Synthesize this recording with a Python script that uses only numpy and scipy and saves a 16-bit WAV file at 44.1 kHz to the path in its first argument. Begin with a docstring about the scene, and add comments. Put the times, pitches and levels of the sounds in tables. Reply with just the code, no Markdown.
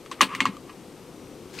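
"""Under everything lies the low rush of a campsite: coloured noise that swells and flutters slightly.
A winged corkscrew is laid on a folding camp table: it touches, lands, slides a little and tips over.
Its contacts are decaying sines (knock, clack, brief ring, table thump) and noise bursts (tick, rattle).
The slide is rough coloured noise; dull bumps of the hand on the table are low, soft-starting sines.
Late on, a faint far whistle wavers and a hand taps (sines) and brushes (noise) the wine bottle."""
import sys
import numpy as np
from scipy import signal
from scipy.fft import rfft, irfft
from scipy.io import wavfile
from scipy.ndimage import uniform_filter1d

SR = 44100
rng = np.random.default_rng(int(sys.argv[2]) if len(sys.argv) > 2 else 0)


def wav_out(sig):
    """Save sig, one row per channel (or a flat mono array), as 16-bit PCM at SR to the path in sys.argv[1]."""
    wavfile.write(sys.argv[1], SR, np.round(np.clip(np.atleast_2d(sig).T, -1, 1) * 32767).astype(np.int16))


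N = 70560
T = np.arange(N) / SR  # seconds
BIN_HZ = np.arange(N // 2 + 1) * SR / N
LEFT_RIGHT = np.array([[.5], [-.5]])  # shares a level difference between the two ears


def undb(db):
    """Decibels to gain."""
    return 10 ** (np.asarray(db) / 20)


def curve(points):
    """Read a table of frequency_hz, level_db at every frequency bin, along a log frequency axis."""
    hz, db = np.array(points, float).T
    return np.interp(np.log(BIN_HZ + 1), np.log(hz), db)


def colour(x, db):
    """Filter by a gain in dB per bin."""
    return irfft(rfft(x) * undb(db), N)


def noise(spectrum, width):
    """Stereo noise: a shared part of rms 1, plus a side part of opposite sign in the two ears."""
    middle = colour(rng.standard_normal(N), curve(spectrum))
    side = colour(rng.standard_normal(N), curve(spectrum) + curve(width))
    return (middle + np.array([[1], [-1]]) * side) / middle.std()


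def lean(x, points):
    """Place a sound by a left-minus-right level difference per frequency."""
    return colour(x, LEFT_RIGHT * curve(points))


def highpass(x, hz):
    """Second-order low cut."""
    return signal.sosfilt(signal.butter(2, hz, "high", fs=SR, output="sos"), x)


def fade(start_s, rise_s, t60_s):
    """Quick rise and exponential decay; t60 is the time to lose 60 dB."""
    age = np.maximum(T - start_s, 0)
    return (1 - np.exp(-age / rise_s)) * np.exp(-np.log(1000) * age / t60_s)


def mode(start_s, hz, rise_s, t60_s):
    """One struck resonance: a sine that rises quickly and dies away."""
    return fade(start_s, rise_s, t60_s) * np.sin(2 * np.pi * hz * (T - start_s))


def swell(points):
    """Gain from start_s, level_db points, silent up to the first."""
    s, db = np.array(points, float).T
    return undb(np.interp(T, s, db)) * (T > s[0])


def walk(rate_hz):
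    """Smooth random wander with a spread of 1: held random steps, averaged over one step."""
    step = max(int(SR / rate_hz), 2)
    held = np.repeat(rng.standard_normal(N // step + 1), step)
    x = uniform_filter1d(held, step)[:N]
    return x / x.std()


# Spectrum of the background: frequency_hz [Hz], relative_level_db [dB]
AIR_SPECTRUM = [(30, -15.5), (62, -8.5), (100, -8), (170, -2), (215, -5), (280, -.5), (370, 0), (430, -5),
                (490, -3.5), (600, -13), (850, -14), (1250, -18.5), (1700, -23.5), (2400, -22.5),
                (4000, -26), (6200, -27.5), (10500, -33), (14400, -37), (15200, -48)]
# Side part of the background against its shared part: frequency_hz [Hz], side_level_db [dB]
AIR_WIDTH = [(100, -39), (3000, -24), (7500, -5.5), (9500, -5), (11000, -13)]
# Lean of the background to the left: frequency_hz [Hz], left_minus_right_db [dB]
AIR_LEAN = [(60, .5), (110, 2.5), (200, 6), (380, 5), (700, 3), (1300, 3.5), (2400, 4), (4400, 7),
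            (8000, 2.5), (13000, 0)]
# Thin high bands in the hiss: centre_hz [Hz], width_hz [Hz], level_above_hiss_db [dB]
HISS_BANDS = [(8260, 130, 8), (9380, 130, 4), (11520, 150, 4), (12650, 150, 5.5)]
# Slow swells of the low rush: time_s [s], gain_db [dB]
RUSH_SWELLS = [(0, -4), (.3, 1.5), (.6, -0.5), (.8, -1.5), (1.22, -.5), (1.31, 2), (1.38, -1), (1.6, 0.5)]
AIR_DB, FLUTTER_DB, FLUTTER_HZ = -44.5, 1.13, 17.42


def campsite():
    """Coloured noise whose low part swells and flutters slightly, with a few thin bands in its faint hiss."""
    bands_db = sum(db * np.exp(-((BIN_HZ - hz) / width) ** 2) for hz, width, db in HISS_BANDS)
    air = colour(noise(AIR_SPECTRUM, AIR_WIDTH), bands_db)
    low = signal.sosfilt(signal.butter(1, 700, fs=SR, output="sos"), air)
    rush_db = np.interp(T, *np.array(RUSH_SWELLS).T) + FLUTTER_DB * walk(FLUTTER_HZ)
    moving = air + low * (undb(rush_db) - 1)  # only the low part changes level
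    return lean(moving, AIR_LEAN) * undb(AIR_DB)


# Contacts of corkscrew and table; levels are relative within each layer:
# start_s [s], knock_hz [Hz], knock_db [dB], knock_t60_s [s], clack_db [dB], tick_db [dB],
# ring_db [dB], rattle_db [dB], thump_db [dB], treble_tilt_db [dB per octave]
CONTACTS = [(0.0604, 1200, -27, .014, -39, -35.5, -60, -51, -71, -2),
            (0.1137, 1080, -18, 0.036, -50, -22.5, -46, -33, -49, -4),
            (0.208, 1145, 7.5, 0.018, 0.5, -11.5, -25.5, -20, -33, 3),
            (0.2128, 1024, 3, 0.011, -9, -2, -14, -17, -25, 3),
            (0.3494, 1250, -27, 0.018, -12.5, -21, -56, -34.5, -34, 7),
            (0.4044, 1103, -5.5, .014, 0.5, -11, -24.5, -24, -26, -8.5),
            (0.4545, 1128, 5, .012, -32, -15.5, -28, -40, -32.5, -1),
            (0.4624, 1102, -16.5, 0.036, -13, -26.5, -29, -34, -34, -24),
            (0.567, 1172, -26, 0.029, -49, -34.5, -56, -59, -44, -6),
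            (0.6929, 1166, -34.5, 0.06, -56, -54, -41.5, -50, -57, -17)]
# Resonances of the handle: frequency_hz [Hz], relative_level_db [dB], t60_s [s]
CLACK_MODES = [(1850, -15, 0.032), (2042, 2.5, .013), (2170, -18.5, 0.14), (2350, -8, 0.028),
               (2904, -10, 0.032), (3200, -25, .012)]
# Resonances of corkscrew and table: frequency_hz [Hz], relative_level_db [dB]
RING_MODES = [(510, -10), (888, -3), (1030, 3), (1303, -2), (1667, -2), (1895, -1), (2232, -5), (2457, 2),
              (2702, -2), (2870, -2), (2954, -2), (3093, -5), (4083, -4), (4492, -9), (4840, -10),
              (6083, -10)]
# Low modes of the table top: frequency_hz [Hz], relative_level_db [dB], t60_s [s]
TABLE_MODES = [(119, -10.5, 0.164), (193.6, -4, 0.2), (236.2, -6.5, 0.19), (268.8, 2, 0.17),
               (395, -14.5, 0.24)]
# Spectrum of the tick: frequency_hz [Hz], relative_level_db [dB]
TICK_SPECTRUM = [(100, -47), (600, -29), (1500, -2), (3000, 8.5), (4800, -3.5), (6200, 1.5), (8500, -9.5),
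                 (11000, -12.5), (15500, -24)]
# Spectrum of the loose wings shaking: frequency_hz [Hz], relative_level_db [dB]
RATTLE_SPECTRUM = [(40, -46), (120, -16.5), (480, -4.5), (720, -10), (1100, -1.5), (1480, -5.5),
                   (2000, -5.5), (2900, -2.5), (3600, -7), (4300, -7), (5200, -16), (6100, -15.5),
                   (7300, -20), (8400, -13.5), (10500, -25), (15000, -33)]
# Side part of tick, rattle, scrape and brush against the shared part: frequency_hz [Hz], side_level_db [dB]
NOISE_WIDTH = [(300, -24), (2500, -28), (4500, -19), (6300, -14), (9000, -5.5), (11000, -24)]
KNOCK_RISE_S, HARD_RISE_S, TICK_T60_S = 0.0024, 0.00045, 0.02  # the hard rise serves clack, tick and taps
RATTLE_LAG_S, RATTLE_RISE_S, RATTLE_T60_S = 0.0027, 0.0027, 0.11  # the ring shares this rise
RING_T60_S, RING_SHORTEN = 0.12, 0.47  # t60 at 1 kHz; higher modes die sooner by this power of frequency
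RING_SCATTER = .001  # random spread of each mode's pitch, as a share of it
TABLE_LAG_S, TABLE_RISE_S = .005, 0.0056
RADIATE_HZ = 664  # the small parts radiate little below this
TILT_FROM_HZ = 7300  # the treble tilt of tick and rattle starts here


def ring_modes(start_s):
    """Brief metallic ring: many modes of alternating sign, shifted slightly from contact to contact."""
    shift = 1 + RING_SCATTER * rng.standard_normal(len(RING_MODES))
    ring = 0
    for k, (hz, db) in enumerate(RING_MODES):
        t60_s = RING_T60_S * (hz / 1000) ** -RING_SHORTEN
        ring = ring + (-1) ** k * undb(db) * mode(start_s, hz * shift[k], RATTLE_RISE_S, t60_s)
    return ring / 2


def table_thump(start_s):
    """The table top answers a little late with its low modes, in alternating sign."""
    return sum((-1) ** k * undb(db) * mode(start_s + TABLE_LAG_S, hz, TABLE_RISE_S, t60_s)
               for k, (hz, db, t60_s) in enumerate(TABLE_MODES))


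def corkscrew():
    """Each contact knocks the panel, clacks the handle, shakes the loose wings and sets the table top going."""
    out = np.zeros((2, N))
    tick_noise = noise(TICK_SPECTRUM, NOISE_WIDTH)
    rattle_noise = noise(RATTLE_SPECTRUM, NOISE_WIDTH)
    octaves = np.log2(np.maximum(BIN_HZ / TILT_FROM_HZ, 1))
    for (start_s, knock_hz, knock_db, knock_t60_s, clack_db, tick_db,
         ring_db, rattle_db, thump_db, tilt_db) in CONTACTS:
        knock = mode(start_s, knock_hz, KNOCK_RISE_S, knock_t60_s)
        clack = sum(undb(db) * mode(start_s, hz, HARD_RISE_S, t60_s) for hz, db, t60_s in CLACK_MODES) / 2
        blow = highpass(undb(knock_db) * knock + undb(clack_db) * clack, RADIATE_HZ)
        tick = tick_noise * fade(start_s, HARD_RISE_S, TICK_T60_S) / 2
        rattle = rattle_noise * fade(start_s + RATTLE_LAG_S, RATTLE_RISE_S, RATTLE_T60_S)
        metal = undb(tick_db) * tick + undb(rattle_db) * rattle
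        out += undb(ring_db) * ring_modes(start_s) + undb(thump_db) * table_thump(start_s)
        out -= blow  # opposite sign to ring and thump
        out += colour(metal, tilt_db * octaves)
    return highpass(out, 80)


# Spectrum of the scrape, with a hump near the knock pitch: frequency_hz [Hz], relative_level_db [dB]
SCRAPE_SPECTRUM = [(60, -26), (200, 4), (500, -11.5), (750, -21), (950, -3.5), (1080, 9.5), (1250, 5),
                   (1450, -9), (2100, -4.5), (2900, -7), (4200, -24), (9000, -31.5), (15000, -56)]
# Level of the slide: time_s [s], level_db [dB]
SLIDE_LEVEL = [(0.14, -85), (0.19, -45), (0.25, -56), (0.29, -38.5), (0.322, -36), (0.342, -33.5),
               (0.372, -46), (0.395, -38.5), (0.5, -47), (0.55, -52), (0.62, -79), (0.69, -51.5),
               (0.74, -68)]


def slide(rough_db=.8, rough_hz=300):
    """The handle drags lightly over the table top: coloured noise with a slightly rough level."""
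    return noise(SCRAPE_SPECTRUM, NOISE_WIDTH) * swell(SLIDE_LEVEL) * undb(rough_db * walk(rough_hz))


# Soft bumps on the table: start_s [s], pitch_hz [Hz], relative_level_db [dB]
BUMPS = [(0.461, 136, -34), (0.489, 197, -17), (0.876, 205, -31.5)]


def bumps(rise_s=0.0032, t60_s=0.058):
    """Dull bumps of the hand on the table: low modes whose rise is applied twice for a cushioned start."""
    out = np.zeros(N)
    for start_s, hz, db in BUMPS:
        cushion = 1 - np.exp(-np.maximum(T - start_s, 0) / rise_s)
        out += undb(db) * mode(start_s, hz, rise_s, t60_s) * cushion
    return out


# Path of the faint whistle: time_s [s], pitch_hz [Hz], level_db [dB]
WHISTLE = [(1.12, 6050, -82), (1.16, 5900, -67), (1.23, 5720, -64), (1.27, 5900, -73), (1.33, 5900, -65),
           (1.38, 5830, -73), (1.46, 6200, -78)]


def whistle(waver=0.0073, waver_hz=110):
    """A thin whistle far away, perhaps a bird: one gliding sine with a random waver in pitch."""
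    s, hz, db = np.array(WHISTLE).T
    pitch_hz = np.interp(T, s, hz) * (1 + waver * walk(waver_hz))
    gain = np.interp(T, s, undb(db), left=0, right=0)
    return gain * np.sin(2 * np.pi * np.cumsum(pitch_hz) / SR)


# Taps of the fingers on the bottle: start_s [s], pitch_hz [Hz], relative_level_db [dB]
TAPS = [(1.271, 2470, -39), (1.584, 4300, -31), (1.5883, 2500, -18.5), (1.5888, 4900, -24.5),
        (1.5946, 4350, -25)]
# Spectrum of the brushing: frequency_hz [Hz], relative_level_db [dB]
BRUSH_SPECTRUM = [(400, -18), (1200, 3), (2600, 0), (4500, -1), (6500, -2.5), (9000, -11), (15000, -20)]
# Level of the brushing, before panning: time_s [s], level_db [dB]
BRUSH_LEVEL = [(1.48, -63), (1.525, -54.5), (1.55, -46.5), (1.6, -43.5)]


def hand(rough_db=2, rough_hz=300, tap_t60_s=0.0075, pan_db=6):
    """A hand taps the bottle (very short modes) and brushes it (rough noise), both to the left."""
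    taps = sum(undb(db) * mode(start_s, hz, HARD_RISE_S, tap_t60_s) for start_s, hz, db in TAPS)
    brush = noise(BRUSH_SPECTRUM, NOISE_WIDTH) * swell(BRUSH_LEVEL) * undb(rough_db * walk(rough_hz))
    return (brush + taps) * undb(LEFT_RIGHT * pan_db)


# Lean of corkscrew and table to the left: frequency_hz [Hz], left_minus_right_db [dB]
TABLE_LEAN = [(100, 0.5), (250, 3.5), (1200, 2), (2400, 0.5), (4400, 4), (8000, -0.5)]


def scene():
    """Corkscrew and table just left of centre, the hand further left, the campsite around."""
    on_table = lean(corkscrew() + slide() + bumps(), TABLE_LEAN)
    return campsite() + on_table + whistle() + hand()


def record(dry, top_hz=15600):
    """Clip at full scale, then cut the top steeply."""
    return signal.sosfilt(signal.ellip(8, .2, 80, top_hz, fs=SR, output="sos"), np.clip(dry, -1, 1))


dry = scene()
out = record(dry)
wav_out(out)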